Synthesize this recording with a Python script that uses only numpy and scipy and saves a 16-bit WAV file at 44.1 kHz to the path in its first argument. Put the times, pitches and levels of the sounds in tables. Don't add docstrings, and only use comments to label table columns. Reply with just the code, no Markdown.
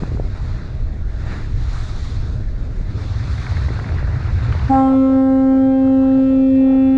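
import sys
import numpy as np
from scipy import signal
from scipy.fft import rfft, irfft, next_fast_len
from scipy.io import wavfile
from scipy.ndimage import uniform_filter1d, map_coordinates

SR = 44100
rng = np.random.default_rng(int(sys.argv[2]) if len(sys.argv) > 2 else 0)


def transcribe(u):
    v = np.clip(np.atleast_2d(u).T, -1, 1)
    q = np.round(v * 32767).astype(np.int16)
    wavfile.write(sys.argv[1], SR, q)


def volts(x):
    e = np.asarray(x, float) / 20
    return 10 ** e


N = 307377
T = np.arange(N) / SR


def unit(x):
    return x / np.sqrt(np.mean(x ** 2) + 1e-20)


def along(points, hz):
    f, v = np.transpose(points)
    return np.interp(np.log(hz + 1), np.log(f + 1), v)


def curves(rows):
    s, *cols = np.transpose(rows)
    return [np.interp(T, s, c) for c in cols]


def wobble(rate):
    steps = np.arange(0, N + 64, 64)
    knots = rng.standard_normal(400)
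    drift = map_coordinates(knots, [steps * min(rate, 50) / SR])
    return np.interp(np.arange(N), steps, drift)


def rush(spectrum, patchy_db):
    z = signal.stft(rng.standard_normal(N + 512), nperseg=512)[2]
    patches = uniform_filter1d(rng.standard_normal(z.shape), size=6, axis=0)
    patches = uniform_filter1d(patches, size=10, axis=1)
    noise = signal.istft(z * volts(patchy_db * unit(patches)), nperseg=512)[1][:N]
    m = next_fast_len(N + 8192)
    hz = np.fft.rfftfreq(m, 1 / SR)
    inside = (hz > spectrum[0][0]) & (hz < spectrum[-1][0])
    colour = volts(along(spectrum, hz)) * inside
    return unit(irfft(rfft(noise, m) * colour, m)[:N])


# (time [s], level [dB])
BLOWING = [
    (4.69, -16),
    (4.71, -12),
    (4.725, -16.5),
    (4.8, -12.5),
    (4.93, -12),
    (5.0, -10.8),
    (5.1, -12.5),
    (6.5, -12),
    (6.7, -11),
]
HORN_START_S = BLOWING[0][0]


def horn():
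    age = np.clip(T - HORN_START_S, 0, None)
    pitch_hz = 265.05 + 4 * np.exp(-age / 0.09)
    turn = 2 * np.pi * np.cumsum(pitch_hz) / SR
    blare = np.exp(-age / 0.23)
    fundamental = volts(curves(BLOWING)[0] + 0.47 * wobble(12)) * np.cos(turn)
    tone = fundamental + overtones(age, turn, blare) + top_overtones(age, turn, blare, pitch_hz[-1])
    opening = np.clip(age / 0.012, 0, 1)
    return opening * (np.sqrt(2) * tone + volts(8 * blare) * overload_fuzz(turn))


# (start level [dB], end level [dB], one cancellation [s], other cancellation [s], width [s])
OVERTONES = [(-22.5, -25, 4.4, 7.11, .25), (-30.5, -36.5, 6.3, 6.53, .14), (-33.5, -57.5, 5.62, 6.6, .14),
             (-35.5, -47, 5.8, 6.55, 0.14), (-44, -52, 4.98, 6.45, 0.2), (-59, -51.5, 6.4, 5.7, 0.07),
             (-57.5, -55, 6, 6.45, 0.15), (-61.5, -53, 5.25, 5.95, 0.18), (-59.5, -50, 5.25, 5.55, 0.28),
             (-65, -59.5, 5.7, 6.5, 0.098), (-60.5, -60, 5.3, 6.92, .22), (-65.5, -58, 5.5, 5.95, .2),
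             (-65.5, -70, 5.5, 8.8, .15)]


def overtones(age, turn, blare):
    speak_s = 0.01
    lag = 0.5 + 3 * np.exp(-(age / 0.37) ** 4)
    locked = {2: 0.4, 3: lag, 5: lag}
    bell_db = 8 * np.exp(-(age / 0.2) ** 4)
    bell_db -= 12 * np.exp(-((age - 0.3) / 0.11) ** 2)
    out = np.zeros(N)
    for k, (start_db, end_db, early, late, width) in enumerate(OVERTONES, start=2):
        dips = [np.hypot(T - s, 0.072 * width) / np.hypot(T - s, width) for s in (early, late)]
        fading = np.prod(dips, axis=0)
        level_db = np.interp(T, [HORN_START_S, N / SR], [start_db, end_db])
        level_db += (min(0.33 * k, 1.6) + 3 * blare) * wobble(25)
        level_db += 7 * blare * (k > 2) + bell_db * (k == 3)
        speaks = np.clip(age / (k * speak_s), 0, 1)
        phase = locked.get(k, 2.5 * wobble(1.5))
        out += volts(level_db) * speaks * fading * np.cos(k * turn + phase)
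    return out


# (frequency [Hz], level [dB])
TOP_OVERTONES = [(3900, -66), (4300, -69), (5200, -73), (6300, -76), (7100, -70), (7900, -75), (9500, -90)]


def top_overtones(age, turn, blare, held_hz):
    out = np.zeros(N)
    for k in range(15, 36):
        fading = np.abs(1 + 0.85 * np.exp(2.4j * wobble(4))) / 1.8
        level_db = along(TOP_OVERTONES, k * held_hz) + 7.9 * blare - 0.1 * k * age
        out += volts(level_db) * fading * np.cos(k * turn + 2.9 * wobble(2.4))
    return out


# (rate [Hz], level [dB per Hz])
SHAKE = [(15, -19), (35, 2.5), (55, -5), (85, -8), (105, -20), (130, -49)]
# (time [s], level [dB], overtone hit hardest [number])
CAPSULE_GUSTS = [(4.77, -47, 7), (4.93, -36, 3.1), (5.12, -39, 2), (5.55, -33, 1.5), (5.86, -48, 4.5),
                 (5.9, -47, 3), (6.03, -45, 4), (6.09, -48.5, 6), (6.18, -39, 2.2), (6.33, -39.5, 2.2),
                 (6.42, -45, 2.1), (6.62, -39.5, 2), (6.7, -38.5, 2.4), (6.76, -40.5, 2.7)]


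def overload_fuzz(turn):
    gust_s, loss_db = 0.034, 10.5
    steady_db = [-48.5, -48.5, -55.0, -74.5, -58.0, -67.0, -64.5]
    shake = rush(SHAKE, patchy_db=1.5) + 1j * rush(SHAKE, patchy_db=1.5)
    out = np.zeros(N)
    for k, db in enumerate(steady_db, start=1):
        strength = volts(db)
        for s, gust_db, hardest in CAPSULE_GUSTS:
            strength = strength + volts(gust_db - loss_db * abs(k - hardest)) * np.exp(-((T - s) / gust_s) ** 2)
        smear = strength * np.roll(shake, k * SR // 3)
        out += np.real(smear * np.exp(1j * k * turn))
    return out


# (time [s], peak [dB], width [ms])
BUMPS = [(0.022, -18, 0.69), (0.027, -14, 1.8), (0.0331, -14, 0.97), (0.0349, -19, 0.26),
         (0.076, -26, 0.57), (0.118, -22, 0.74), (0.148, -15.5, 1.1), (0.172, -26, 0.3), (0.198, -13, 0.5),
         (3.58, -23, 0.37), (3.684, -24, 0.34), (3.705, -22, 0.56), (3.79, -19.5, 0.27), (4.027, -19, 0.52),
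         (4.55, -21.5, 0.37)]


def pops():
    out, t = np.zeros(N + SR), np.arange(-300, 300) / SR
    when, size, wide = rng.random(size=(60, 3)).T
    patter_s = 3.45 + (4.68 - 3.45) * when
    patter_db = -30 + 3 * (2 * size - 1)
    patter_ms = 0.39 * (0.5 + wide)
    for s, db, width_ms in [*BUMPS, *zip(patter_s, patter_db, patter_ms)]:
        u = 1000 * t / width_ms
        dip = (1 - 0.6 * u ** 2) * np.exp(-u ** 2 / 2)
        out[round((s + 0.0012) * SR) - 300:][:len(t)] -= volts(db + 3) * dip
    return out[:N]


# (time [s], peak [dB], pitch [Hz])
TICKS = [(3.3809, -28, 1810), (3.466, -23.5, 1870), (3.5688, -26.5, 1790), (3.6892, -28.5, 1850),
         (3.757, -32.5, 1600), (3.798, -26, 1630), (3.8444, -29, 1850), (3.8885, -27, 1730),
         (3.92, -40, 1450), (3.985, -26, 1690), (4.074, -30, 1450), (4.155, -35.5, 1600),
         (4.265, -40, 2660), (4.436, -33, 1600), (4.525, -23, 1380), (4.524, -31.5, 2600),
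         (4.593, -37, 2700), (4.885, -37, 1780), (5.5762, -39, 1850)]


def ticks():
    out, t = np.zeros(N + SR), np.arange(SR // 20) / SR
    for s, db, hz in TICKS:
        ratios = np.array([0.87, 1, 1.13]) + rng.normal(0, 0.03, 3)
        swing = sum(np.sin(2 * np.pi * hz * ratio * t) for ratio in ratios)
        decay = volts(db - 0.5 - 60 * t / 0.022)
        out[round(s * SR):][:len(t)] += decay * (1 - np.exp(-t / 0.0005)) * swing
    return out[:N]


# (time [s], strength [dB], grazing share that turns roar into hiss [0-1])
GUSTS = [(0.04, -51, 0.26), (0.2, -56.5, 0.3), (0.46, -51.5, 0.35), (0.9, -59.5, 0.28), (1.06, -60, 0.26),
         (1.33, -48, 0), (1.5, -54, 0.48), (1.72, -48, 0.44), (2.05, -46, 0.79), (2.46, -57.5, 0.42),
         (2.88, -56.5, 0.26), (3.0, -48.5, 0.46), (3.55, -45.5, 0.48), (4.0, -51, 0.08), (4.68, -48.5, -.1),
         (5.75, -52.5, .4), (6.22, -48, 0.87), (6.4, -51.5, 0.1)]
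# (time [s], share [0-1])
FACING = [(0, 0.45), (.3, 0.3), (.68, 0.37), (1.06, 0), (1.36, 0.34), (1.9, 0), (2.05, 0.52), (2.5, 0.13),
          (2.8, 0.2), (2.95, 0.54), (3.34, 0.88), (4.1, 1), (4.3, .7), (4.45, 1.02), (4.7, 1), (5.3, 0.8),
          (6.2, 0.93), (6.97, 0.8)]


def since_horn(settle_s):
    return 1 - np.exp(-np.clip(T - HORN_START_S, 0, None) / settle_s)


def wind():
    air_db, grazing = curves(GUSTS)
    facing, = curves(FACING)
    ducked = since_horn(0.12)
    snapped, sunk = since_horn(0.015), since_horn(0.3)
    eddies = wobble(45)
    upper = flutter(facing, grazing, eddies) + roar(air_db, grazing, ducked, eddies)
    upper += hiss(air_db, eddies) + spray(air_db, facing, eddies) + fan()
    return volts(-6.5 * snapped - 7.5 * sunk) * port_swings(facing, sunk) + volts(-12 * ducked) * upper


def turned_db(facing, away_db, into_db):
    return away_db + (into_db - away_db) * facing + 1.5 * wobble(9)


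# (frequency [Hz], level [dB per Hz])
HEAVE = [(12, -11), (25, -4), (45, -6.5), (60, -10), (90, -31)]
THROB = [(35, -24), (55, -1), (75, 1.5), (115, -0.5), (150, -13), (220, -56)]


def port_swings(facing, sunk):
    throb = rush(THROB, patchy_db=-1.5)
    envelope = np.abs(signal.hilbert(throb, next_fast_len(N))[:N] + 1e-3)
    throb = unit(throb / envelope ** 0.14)
    heave = rush(HEAVE, patchy_db=-0.1)
    heave_db = turned_db(facing, -21, -31) + 6.8 * sunk
    return volts(turned_db(facing, -28, -17.5)) * throb + volts(heave_db) * heave


# (frequency [Hz], level [dB per Hz])
FLUTTER = [(100, -12), (160, 3.5), (250, -1.5), (400, -7.5), (700, -16), (1100, -31.5), (2000, -38)]


def flutter(facing, grazing, eddies):
    level_db = turned_db(facing, -41, -38) + 4 - 3 * grazing
    return volts(level_db) * unit(volts(0.77 * eddies) * rush(FLUTTER, patchy_db=-1.0))


# (frequency [Hz], level [dB per Hz])
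ROAR = [(450, -30), (700, -2), (1000, -1.5), (1400, 0), (1900, -2), (2400, -7.5), (2900, -14),
        (3400, -40.5)]


def roar(air_db, grazing, ducked, eddies):
    level_db = air_db + 11 - 10 * grazing - 3 * ducked
    return volts(level_db) * unit(volts(0.53 * eddies) * rush(ROAR, patchy_db=2.0))


# (frequency [Hz], level [dB per Hz])
HISS = [(2500, -29), (3050, -7.5), (3600, 0.5), (4200, 0.5), (5200, -6), (6200, -11.5), (7500, -25),
        (9000, -46.5)]


def hiss(air_db, eddies):
    return volts(air_db) * unit(volts(0.64 * eddies) * rush(HISS, patchy_db=1.1))


# (frequency [Hz], level [dB per Hz])
SPRAY = [(4500, -19), (5800, -3.5), (7000, -2), (7900, -10), (9000, -13.5), (10700, -24), (14000, -50.5)]


def spray(air_db, facing, eddies):
    level_db = -60 + 1.1 * (air_db - air_db.mean()) - 4 * facing + 1.1 * wobble(7.2)
    return volts(level_db) * unit(volts(0.93 * eddies) * rush(SPRAY, patchy_db=1.2))


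# (frequency [Hz], level [dB per Hz])
FAN = [(570, -28), (612, -1), (650, -6.5), (690, -31.5)]


def fan():
    return volts(-55.5) * rush(FAN, patchy_db=-1.0)


def scene():
    fade_in = np.clip(T / 0.003, 0, 1)
    return (horn() + pops() + ticks() + fade_in * wind())[None]


def band_limit(x):
    return signal.sosfilt(signal.butter(12, 14190, fs=SR, output="sos"), x)


def record(dry):
    soft = dry / (1 + np.abs(dry / 0.56) ** 8) ** (1 / 8)
    return band_limit(soft)


dry = scene()
out = record(dry)
transcribe(out)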